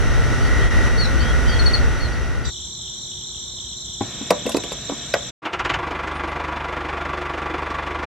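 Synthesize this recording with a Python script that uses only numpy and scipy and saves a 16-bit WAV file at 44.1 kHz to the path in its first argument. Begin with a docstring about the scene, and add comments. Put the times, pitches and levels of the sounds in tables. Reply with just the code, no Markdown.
"""A toy filling station outdoors. A small electric pump motor hums and rattles its casing in low wind
while two birds chirp; it fades by 2.5 s. Insects then trill with their wings over the yard's rumble.
From 4 s the nozzle knocks the hollow pump housing and its wire coil scrapes over the rim.
After a short silence, at 5.4 s, a four-cylinder tractor engine catches with six hard strokes
and settles into a clattering idle, each firing ringing the block."""
import sys
import numpy as np
from scipy import signal
from scipy.fft import rfft, irfft, next_fast_len
from scipy.io import wavfile
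from scipy.ndimage import map_coordinates

SR = 44100
rng = np.random.default_rng(int(sys.argv[2]) if len(sys.argv) > 2 else 0)


def generate_wav(sig):
    """Save sig (samples, or channels by samples) to the path in sys.argv[1] as 16-bit PCM at SR."""
    pcm = np.round(np.clip(np.atleast_2d(sig).T, -1, 1) * 32767).astype(np.int16)
    wavfile.write(sys.argv[1], SR, pcm)


N = 356769
TIME = np.arange(N) / SR


# strokes as the engine catches: (time [s], level [dB], extra knock [dB])
CATCH_STROKES = [(5.457, -23.5, 7), (5.535, -24, 9.5), (5.597, -23.5, 9.5), (5.653, -22.5, 10),
                 (5.699, -21.5, 11.5), (5.742, -23.5, 13.5)]
# idling cylinders in firing order: (level [dB])
CYLINDER_DB = [-25, -25.5, -25, -23.5]
IDLE_START_S, FIRING_S = 5.7903, .04075
COLD_KNOCK_DB, WARM_UP_S = 2.5, 0.53

def firings():
    """Hard, quickening strokes, then the cylinders in turn; the last one knocks harder while cold."""
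    k = np.arange(int((N / SR - IDLE_START_S) / FIRING_S))
    last_cylinder = (k + 1) % len(CYLINDER_DB) == 0
    cold_db = COLD_KNOCK_DB * np.exp(-k * FIRING_S / WARM_UP_S) * last_cylinder
    idle = zip(IDLE_START_S + k * FIRING_S, np.take(CYLINDER_DB, k, mode="wrap"), cold_db)
    return [*CATCH_STROKES, *idle]


def combustion():
    """Noise bursts that drive block, knock and bonnet; each cylinder partly repeats its own pattern."""
    lead_s = .02
    t = np.arange(SR // 8) / SR - lead_s
    chug = envelope(t + 0.0012, rise_s=.0022, hold_s=.011, t60_s=0.08)
    snap = envelope(t + 0.0019, rise_s=0.0036, hold_s=0.0043, t60_s=0.082)
    shake = envelope(t - .004, rise_s=.003, hold_s=0.015, t60_s=0.11)
    patterns = rng.standard_normal((len(CYLINDER_DB), len(t)))
    knots_hz = np.geomspace(500, 5000, 8)
    blows, ticks, clangs = np.zeros((3, N))
    for k, (s, db, knock_db) in enumerate(firings()):
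        clatter = unit(patterns[k % len(patterns)] + 1.3 * rng.standard_normal(len(t)))
        shade = np.column_stack([knots_hz, rng.standard_normal(len(knots_hz))])  # 1 dB scatter
        clatter = equalise(clatter, shade)
        add(blows, s - lead_s, amp(db) * chug * clatter)
        add(ticks, s - lead_s, amp(db + knock_db) * snap * clatter[::-1])
    for s, db, _ in CATCH_STROKES:
        add(clangs, s - lead_s, amp(db) * shake * rng.standard_normal(len(t)))
    return blows, ticks, clangs


# engine block response: (frequency [Hz], gain [dB])
BLOCK_SPECTRUM = [(80, -4.5), (200, -6), (350, -3.5), (550, -3.5), (1100, 0.5), (1250, -2.5), (2400, -9.5),
                  (3600, -21.5), (4700, -26), (8000, -38.5), (11000, -46), (15000, -59.5)]
# block resonances: (frequency [Hz], relative gain [dB])
BLOCK_MODES = [(317.6, -44.5), (355.3, -42.5), (484.5, -50), (689.1, -50), (979.8, -47.5), (1152, -42.5),
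               (1389, -47), (1647, -53.5), (2024, -52), (2400, -55), (3460, -54)]
# exhaust harmonics of the firing rate, from the first: (rms level [dB])
EXHAUST_DB = [-70, -42.5, -37.5, -74, -67, -48]

def tractor():
    """Firings ring the block; the first shake the bonnet, then the exhaust settles into a drone."""
    blows, ticks, clangs = combustion()
    settled = np.clip((TIME - 5.68) / .14, 0, 1)
    blows += amp(-33.5 + 3.1 * settled) * rng.standard_normal(N)  # gears and bearings
    ringing = sum(resonate(blows, [(hz, hz / 55 + 6, db)]) for hz, db in BLOCK_MODES)
    block = amp(9.5) * colour(blows, BLOCK_SPECTRUM) + amp(56.5) * lowpass(ringing, hz=3120)
    knock = amp(-3.5) * colour(ticks, [(700, -8), (1500, 3), (2900, 1), (4500, -12.5), (7000, -18),
                                       (10000, -38.5), (15000, -46)])
    bonnet_modes = [(820, 230, 10.4), (1400, 260, 10.3), (2130, 160, 5.3), (2810, 300, 7)]
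    bonnet = lowpass(resonate(clangs, bonnet_modes), hz=3580)
    firing_phase = 2 * np.pi * (TIME - IDLE_START_S) / FIRING_S - 1
    exhaust = sum(np.sqrt(2) * amp(db + 0.63 * wobble(8)) * np.cos(order * firing_phase)
                  for order, db in enumerate(EXHAUST_DB, 1))
    stumble = amp(-34.5) * noise([(25, -10), (45, 1), (90, 3), (200, -13)])[0]
    stumble *= gate(5.5, 5.88, edge_s=0.12)
    engine = block + knock + bonnet + squeaks() + settled * exhaust + stumble
    return engine * gate(5.419, 8.055, edge_s=0.012)


# tractor squeaks: (time [s], pitch [Hz], relative level [dB])
SQUEAKS = [(6.14, 9000, -57), (6.27, 10750, -63)]

def squeaks(length_s=0.056):
    """Moving parts squeak, faint, hoarse and very high."""
    out = np.zeros(N)
    for s, hz, db in SQUEAKS:
        add(out, s, whistle(hz + 90 * wobble(150)[:int(length_s * SR)], db))
    return out


# nozzle on housing: (time [s], level [dB], low centre [Hz], upper centre [Hz],
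# upper over low [dB], ring time [ratio], left over right [dB])
KNOCKS = [(4.008, -13, 296, 720, -0.5, 1.08, 2.5), (4.211, -21, 280, 900, -12, 0.83, 2.5),
          (4.305, -.8, 545, 1035, -8, 1.25, 1), (4.452, -20.5, 225, 800, -7, 2.4, 2.5),
          (4.464, -11, 506, 2250, -14, 0.89, 1.5), (4.49, -20, 600, 1000, -2.5, 1.4, 0),
          (4.544, -4, 355, 780, -10.5, .7, -2.5), (4.568, -14, 380, 900, -13, 1.1, -1),
          (4.581, -18, 380, 850, -9, 0.91, 1), (4.637, -23, 376, 904, -9, 2, 0),
          (4.716, -18.5, 490, 990, -6.5, 1.05, 2), (4.894, -13, 500, 1050, -8, 0.74, 1),
          (4.918, -20, 276, 1050, -3, 1.06, 0.5), (5.138, -2, 620, 1500, -6.5, 0.7, 0.5),
          (5.162, -19, 600, 1400, -16, 1.3, 1)]
# housing rocking on its block: (time [s], pitch [Hz], level [dB])
BUMPS = [(4.008, 108, -16), (4.305, 184, -17.5), (4.545, 275, -22), (4.894, 272, -20)]
CRACK_DB, CRACK_DB_PER_DB = -7, 1.84
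HARD_HZ, SOFT_DB_PER_OCTAVE = 520, 15

def nozzle():
    """Each contact rings the hollow housing; hard ones crack, heavy ones rock it."""
    out = np.zeros((2, N))
    for s, db, low_hz, upper_hz, upper_db, ring, pan_db in KNOCKS:
        soft_db = SOFT_DB_PER_OCTAVE * min(np.log2(low_hz / HARD_HZ), 0)  # soft contacts crack less
        knock = thud(db, low_hz, upper_hz, upper_db, ring)
        knock += crack(CRACK_DB + CRACK_DB_PER_DB * db + soft_db, clink_db=-16)
        add(out[0], s, amp(pan_db / 2) * knock)
        add(out[1], s, amp(-pan_db / 2) * knock)
    rocking = np.zeros(N)
    t = np.arange(SR // 5) / SR
    for s, hz, db in BUMPS:
        attack = 1 - np.exp(-t * hz)
        add(rocking, s, amp(db) * attack * decay(t, t60_s=0.11) * np.sin(2 * np.pi * hz * t))
    out += coil() + rocking
    tail = amp(-10.5) * echo(lowpass(out.mean(0), hz=3000), t60_s=0.29)
    return (out + tail) * (TIME < 5.31)


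# housing modes: (frequency [Hz], relative level [dB], t60 [s])
HOUSING_MODES = [(219, 1, 0.12), (275, -1.5, 0.11), (354, 0.5, 0.068), (430, -1, 0.055), (500, 2, 0.067),
                 (580, 2.5, 0.08), (675, 0, 0.062), (798, 4, 0.051), (989, 1, 0.055), (1132, 0, .06),
                 (1563, 2, .05), (1940, 2.5, 0.055), (2170, -2, 0.081)]

def thud(db, low_hz, upper_hz, upper_db, ring):
    """The housing rings and rattles; the spot struck picks low and upper modes, the hand damps them."""
    def reach(f, centre_hz):
        return 1 / (1 + (np.log2((f + 1) / centre_hz) / 0.43) ** 2)

    t = np.arange(SR // 5) / SR
    hz, mode_db, t60_s = np.transpose(HOUSING_MODES)[:, :, None]
    is_upper = hz > 730
    hz = hz * rng.normal(1, .015, hz.shape)  # the pressing nozzle detunes the walls
    low = amp(mode_db) * reach(hz, low_hz) * ~is_upper
    upper = amp(mode_db) * reach(hz, upper_hz) * is_upper
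    gains = low / np.linalg.norm(low) + amp(upper_db) * upper / np.linalg.norm(upper)
    gains *= amp(rng.normal(0, 1, hz.shape))
    phase = 2 * np.pi * hz * (t - .005) + rng.normal(0, 0.55, hz.shape)
    modes = np.sum(gains * decay(t, t60_s * ring) * np.sin(phase), 0)
    walls = filtered(rng.standard_normal(len(t)),
                     lambda f: reach(f, low_hz) + amp(upper_db) * reach(f, upper_hz))
    rattle = unit(lowpass(walls, hz=2400)) * decay(t, t60_s=.11)
    return amp(db) * (amp(-1) * modes + amp(-14) * rattle) * (1 - np.exp(-t / 0.0029))


# contact noise: (frequency [Hz], relative density [dB])
CRACK_SPECTRUM = [(600, -11.5), (1800, -3), (2700, 0.5), (3500, -3), (5000, -1), (8000, -22),
                  (12000, -18.5), (15000, -34)]

def crack(db, clink_db):
    """A brief contact noise and the clink of the metal spout."""
    t = np.arange(SR // 5) / SR
    snap = unit(colour(rng.standard_normal(len(t)), CRACK_SPECTRUM))
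    snap *= decay(t, t60_s=0.025) * (1 - np.exp(-t / 0.0011))
    clink = np.sin(2 * np.pi * 2660 * rng.normal(1, 0.032) * t) * decay(t, t60_s=0.044)
    return amp(db) * (snap + amp(clink_db) * clink)


# coil catching on the rim: (time [s], click [dB], scrape [dB], scrape hold [s])
COIL_CATCHES = [(4.304, -24, -26, .003), (4.463, -24.5, -37, 0.0018), (4.491, -30, -31, .005),
                (4.518, -25, -39, 0.0053), (4.567, -16.5, -31.5, .001), (4.636, -24.5, -43, 0.0018),
                (4.719, -27, -42, .008)]

def coil():
    """The spout's wire coil rubs over the rim, clicking and scraping where it catches."""
    out = amp(-49) * grit(N) * gate(4.45, 4.6, edge_s=0.036)
    t = np.arange(SR // 5) / SR
    for s, click_db, scrape_db, hold_s in COIL_CATCHES:
        slide = envelope(t - .002, rise_s=0.00075, hold_s=hold_s, t60_s=0.039)
        add(out, s, crack(click_db, clink_db=-5) + amp(scrape_db) * grit(len(t)) * slide)
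    return out


def grit(size):
    """Bright, grainy friction of wire on the rim."""
    grains = rng.standard_normal(size) * amp(2.7 * rng.standard_normal(size))
    return unit(colour(grains, [(4000, -13), (7500, 5.5), (10500, -1.5), (13000, -6.5), (15300, -21.5)]))


# motor and casing tones: (frequency [Hz], relative level [dB])
MOTOR_TONES = [(236.9, -40), (893.6, -46), (1195, -46.5), (1314, -48), (1340, -39.5), (1373, -45.5),
               (1432, -41.5), (1464, -37.5), (1830, -42), (1857, -47), (1916, -35), (1949, -42.5),
               (1976, -44.5), (2008, -46.5), (2056, -45), (2745, -50.5), (3833, -50.5)]
# motor whine: (frequency [Hz], relative level [dB])
MOTOR_WHINE = [(5846, -47), (5965, -50)]
# swell near the casing's main resonance: (time [s], gain [dB])
TONE_SWELL = [(.42, -.5), (.53, 4.5), (.85, 2.5), (1.0, -.3)]
SWELL_HZ, SWELL_WIDTH_HZ = 1980, 150

def motor_tones(clock_s):
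    """Wavering tones, roughened by the brushes."""
    swell_db = curve(TONE_SWELL)
    brushes = 0.19 * wobble(120)
    tones = np.zeros((2, N))
    for hz, db in [*MOTOR_TONES, *MOTOR_WHINE]:
        phase = rng.uniform(0, 2 * np.pi) + rng.normal(0, 0.29, (2, 1))
        nearness = np.exp(-((hz - SWELL_HZ) / SWELL_WIDTH_HZ) ** 2)
        gain = np.sqrt(2) * amp(db + swell_db * nearness + 1.3 * wobble(5.25))
        tones += gain * np.sin(2 * np.pi * hz * clock_s + phase + brushes)
    return tones


# pump and wind level, dipping briefly, then fading: (time [s], gain [dB])
PUMP_LEVEL = [(0.0, -29.5), (0.66, -28), (0.7, -34.5), (0.71, -28), (0.88, -27), (0.89, -29.5),
              (1.68, -28.5), (2.38, -35.5), (2.48, -37.5)]
# motor rush: (frequency [Hz], relative density [dB])
RUSH_SPECTRUM = [(88, -34), (150, 1), (239, -4.5), (272, -1.5), (477, -2), (1020, -11), (1420, -6),
                 (1730, -11.5), (1870, -8), (2380, -14.5), (2840, -14.5), (3450, -17.5), (5160, -23.5),
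                 (5770, -18), (7000, -34), (9100, -61)]
# airy hiss: (frequency [Hz], relative density [dB])
AIR_SPECTRUM = [(2500, -16), (5000, -4.5), (7000, 1.5), (10500, -3.5), (11500, -12.5), (14000, -15),
                (14700, -36)]
# casing resonances: (frequency [Hz], width [Hz], relative gain [dB])
CASING_MODES = [(1486, 190, 0.5), (1900, 170, 2), (5780, 350, -14)]
# pump and wind stereo width: (frequency [Hz], side over mid [dB])
PUMP_WIDTH = [(60, 7), (150, 2), (500, -7.5), (2380, -9.5), (5980, -3), (15000, 0.5)]
SHAFT_HZ = 29.86

def pump():
    """Motor tones and hum over a rush; the armature rattles the casing alike on every turn."""
    clock_s = TIME + np.cumsum(0.00047 * wobble(4.82)) / SR  # the speed wanders slightly
    turns = SHAFT_HZ * clock_s
    tones = motor_tones(clock_s)
    one_turn = rng.standard_normal(round(SR / SHAFT_HZ))
    rattle = map_coordinates(one_turn, [turns % 1 * len(one_turn)], mode="grid-wrap")
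    throb = amp(2.1 * np.sin(2 * np.pi * turns))
    casing = unit(resonate(throb * (rattle + 2 * rng.standard_normal((2, N))), CASING_MODES))
    rush = amp(1) * noise(RUSH_SPECTRUM) + amp(-10) * casing + amp(-18) * noise(AIR_SPECTRUM)
    pull = 2 * np.pi * 2 * turns  # the magnets pull twice a turn
    hum = amp(-26.5) * np.sin(pull) + amp(-32) * np.sin(2 * pull)
    return amp(curve(PUMP_LEVEL)) * (amp(28) * (tones + hum) + spread(rush, PUMP_WIDTH))


# near bird: (time [s], length [s], top pitch [Hz], droop [Hz], relative level [dB])
CHIRPS = [(.42, .06, 4600, 180, -42), (0.972, 0.1, 4520, 830, -28), (1.036, 0.033, 5500, 250, -41),
          (1.193, 0.042, 4390, -400, -36), (1.473, 0.078, 4770, 482, -36), (1.589, 0.022, 4400, 220.5, -24),
          (1.657, 0.027, 4460, 263, -22), (1.733, 0.026, 4465, 224, -20), (1.992, 0.096, 4440, 480, -38),
          (2.118, .032, 4700, 700, -42), (2.43, .065, 4770, 250, -43)]
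# second bird: (time [s], relative level [dB])
WHISTLES = [(0.564, -43), (1.185, -37), (1.448, -37)]
SCOOP_HZ, SCOOP_S, DROOP_POWER, FLUTTER_DB = 447, 0.00595, 2.1, 2
WHISTLE_S, WHISTLE_HZ, WHISTLE_RISE_HZ = .145, 2950, 369

def birds():
    """One bird's chirps hold, then mostly droop; another's whistles rise; the yard echoes both."""
    song = np.zeros(N)
    for s, length_s, top_hz, droop_hz, db in CHIRPS:
        progress = np.linspace(0, 1, int(length_s * SR))
        scoop_hz = SCOOP_HZ * np.exp(-progress * length_s / SCOOP_S) * (length_s > .042)  # long ones
        add(song, s, whistle(top_hz - droop_hz * progress ** DROOP_POWER - scoop_hz, db))
    rise = np.sqrt(np.linspace(0, 1, int(WHISTLE_S * SR)))
    for s, db in WHISTLES:
        add(song, s, whistle(WHISTLE_HZ + WHISTLE_RISE_HZ * rise, db))
    song *= amp(FLUTTER_DB * wobble(110))
    return song + amp(-2.5) * echo(song, t60_s=0.17)


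def whistle(hz, db):
    """One slightly hoarse note along a pitch contour."""
    arch = np.abs(np.sin(np.linspace(0, np.pi, len(hz)))) ** 0.55
    phase = 2 * np.pi * np.cumsum(hz) / SR + 0.37 * wobble(650)[:len(hz)]
    return amp(db + 2.5) * arch * (np.sin(phase) + amp(-26) * np.sin(2 * phase))


# low trills between phrases: (stroke rate [Hz], pitch [Hz], level [dB])
LOW_TRILLS = [(49.64, 3650, -42.5), (54.1, 3800, -44), (45, 3980, -45)]
# distant insects: (frequency [Hz], relative density [dB])
CHORUS_SPECTRUM = [(2600, -46.5), (3100, -9.5), (3900, 1.5), (4300, -11.5), (4700, -26), (5300, -11),
                   (5850, 3), (6600, -13.5), (7400, -3), (8000, -10), (8500, -53.5), (11300, -27.5),
                   (13500, -39.5), (15200, -47.5)]
# chorus and yard stereo width: (frequency [Hz], side over mid [dB])
YARD_WIDTH = [(25, 2.5), (65, -7.5), (130, -14.5), (400, -12.5), (1500, -1), (3600, 1), (8000, 2.5)]
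PHRASE_START_S, PHRASE_PERIOD_S, PHRASE_DUTY = 2.51, .262, .82

def insects():
    """Three trills swell and drop in pitch in loosely shared phrases; a cricket chirps over a chorus."""
    starts_s = PHRASE_START_S + PHRASE_PERIOD_S * np.arange(int(N / SR / PHRASE_PERIOD_S))
    trills = 0
    for rate_hz, hz, db in LOW_TRILLS:
        effort = sum(gate(s, s + PHRASE_DUTY * PHRASE_PERIOD_S, edge_s=.03)
                     for s in starts_s + rng.normal(0, .012, len(starts_s)))
        strokes = np.cumsum(rate_hz + 2.5 * wobble(8)) / SR
        pitch_hz = hz - 240 * effort + 75 * wobble(30)
        wings = trill(strokes, pitch_hz, fall=.13 + .06 * effort, duty=.78, rough_rad=.52, bend=1.2)
        trills += amp(db + 1.2 * effort) * wings
    cricket = trill(24.05 * TIME - .45, 7340 + 25 * wobble(8.1), fall=.075, duty=.65, rough_rad=.1, bend=4)
    near = trills + amp(-44.5) * cricket
    chorus = amp(-39) * spread(noise(CHORUS_SPECTRUM), YARD_WIDTH)
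    return (near + amp(-5.5) * echo(near, t60_s=0.078) + chorus) * gate(2.445, 5.31, edge_s=0.012)


def trill(strokes, hz, fall, duty, rough_rad, bend):
    """Each wing stroke is a short tone whose pitch falls as the wing slows."""
    progress = np.clip(strokes % 1 / duty, 0, 1)
    phase = 2 * np.pi * np.cumsum(hz * (1 + fall * (.5 ** bend - progress ** bend))) / SR
    gain = np.sin(np.pi * progress) * amp(1.76 * wobble(40))
    return unit(gain * np.sin(phase + rough_rad * wobble(700)))


# wind rumble: (frequency [Hz], relative density [dB])
WIND_SPECTRUM = [(22, -4), (43, 3), (61, 3.5), (124, -4.5), (183, -19), (242, -14), (260, -24), (340, -51)]

def wind():
    """A low rumble in light gusts that follows the pump's level."""
    gust_db = 0.54 * wobble(4.2) + 0.96 * wobble(13.8)
    return amp(curve(PUMP_LEVEL) + 5.5 + gust_db) * spread(noise(WIND_SPECTRUM), PUMP_WIDTH)


# outdoor rumble: (frequency [Hz], relative density [dB])
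YARD_SPECTRUM = [(22, -32.5), (62, 0.5), (90, -8), (130, -6.5), (280, -18.5), (370, -22), (450, -25),
                 (1000, -26.5), (2600, -38.5)]
# nozzle handling noise: (frequency [Hz], relative density [dB])
HANDLING_SPECTRUM = [(71, -19), (120, 0.5), (323, -10), (620, -14), (700, -7.5), (790, -19), (1700, -15.5),
                     (1850, -13), (2040, -25), (2250, -12), (2400, -22), (2560, -13.5), (2720, -22),
                     (2950, -15), (3510, -43.5)]

def yard():
    """Low outdoor rumble, a faint wavering hum, and a soft hiss while the nozzle is handled."""
    rumble = amp(-43.5) * spread(noise(YARD_SPECTRUM), YARD_WIDTH)
    hum = amp(-53) * np.sin(2 * np.pi * 365 * TIME + 0.73 * wobble(35))
    hiss = amp(-39.5) * noise(HANDLING_SPECTRUM)[0] + amp(-49.5) * noise(CRACK_SPECTRUM)[0]
    return (rumble + hum) * gate(2.45, 5.31, edge_s=0.011) + hiss * gate(4.003, 5.31, edge_s=0.0055)


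def amp(db):
    """Decibels to gain."""
    return 10 ** (np.asarray(db) / 20)


def unit(x):
    """Scaled to rms 1."""
    return x / np.sqrt(np.mean(x ** 2) + 1e-20)


def curve(points):
    """(time [s], value) points, interpolated per sample."""
    return np.interp(TIME, *np.transpose(points))


def wobble(rate_hz):
    """A smooth random curve with knots at rate_hz."""
    return map_coordinates(rng.standard_normal(int(N * rate_hz / SR) + 4), [TIME * rate_hz])


def gate(start_s, end_s, edge_s):
    """1 from start to end, with linear ramps."""
    return np.clip((TIME - start_s) / edge_s, 0, 1) * np.clip((end_s - TIME) / edge_s, 0, 1)


def decay(t, t60_s):
    """Falls 60 dB in t60_s."""
    return amp(-60 * t / t60_s)


def envelope(t, rise_s, hold_s, t60_s):
    """Climbs to 1 at t = 0, holds, then dies away."""
    return np.exp(np.minimum(t, 0) / rise_s) * decay(np.maximum(t - hold_s, 0), t60_s)


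def filtered(x, response):
    """x through a complex frequency response."""
    size = x.shape[-1]
    padded = next_fast_len(size + 8192)
    return irfft(rfft(x, padded) * response(np.fft.rfftfreq(padded, 1 / SR)), padded)[..., :size]


def lowpass(x, hz):
    """A steep, smooth treble cut."""
    return filtered(x, lambda f: 1 / (1 + (f / hz) ** 4))


def equalise(x, points):
    """x through (frequency [Hz], gain [dB]) points on a log axis."""
    hz, db = np.transpose(points)
    return filtered(x, lambda f: amp(np.interp(np.log(f + 1), np.log(hz + 1), db)))


def colour(x, spectrum):
    """x shaped by a spectrum that falls steeply beyond its ends."""
    return equalise(x, [(spectrum[0][0] / 2, -100), *spectrum, (spectrum[-1][0] * 2, -100)])


def resonate(x, modes):
    """x through (frequency [Hz], width [Hz], gain [dB]) resonances of alternating sign."""
    return filtered(x, lambda f: sum((-1) ** k * amp(db) * 1j * f * width / (hz**2 - f**2 + 1j * f * width)
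                                     for k, (hz, width, db) in enumerate(modes)))


def noise(spectrum):
    """Two unrelated coloured noises."""
    return unit(colour(rng.standard_normal((2, N)), spectrum))


def spread(pair, width):
    """Left and right from mid and side."""
    mid, side = pair[0], equalise(pair[1], width)
    return np.array([mid + side, mid - side])


def add(track, s, sound):
    """Mixes a sound in at s seconds."""
    part = track[round(s * SR):][:len(sound)]
    part += sound[:len(part)]


def echo(x, t60_s):
    """A diffuse stereo tail."""
    t = np.arange(SR // 2) / SR
    tail = rng.standard_normal((2, len(t))) * decay(t, t60_s)
    return signal.fftconvolve(x[None], tail / np.linalg.norm(tail[0]), axes=1)[:, :N]


def scene():
    """All sources, left and right."""
    pumping = (pump() + wind()) * gate(-0.022, 2.51, edge_s=0.02)
    return pumping + birds() + insects() + yard() + nozzle() + tractor()


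CEILING_DB, TOP_HZ = -1.3, 15500

def record(dry):
    """Rounds off the hardest peaks and cuts the top treble."""
    limited = dry / (1 + (dry / amp(CEILING_DB)) ** 8) ** (1 / 8)
    return filtered(limited, lambda hz: hz < TOP_HZ)


dry = scene()
out = record(dry)
generate_wav(out)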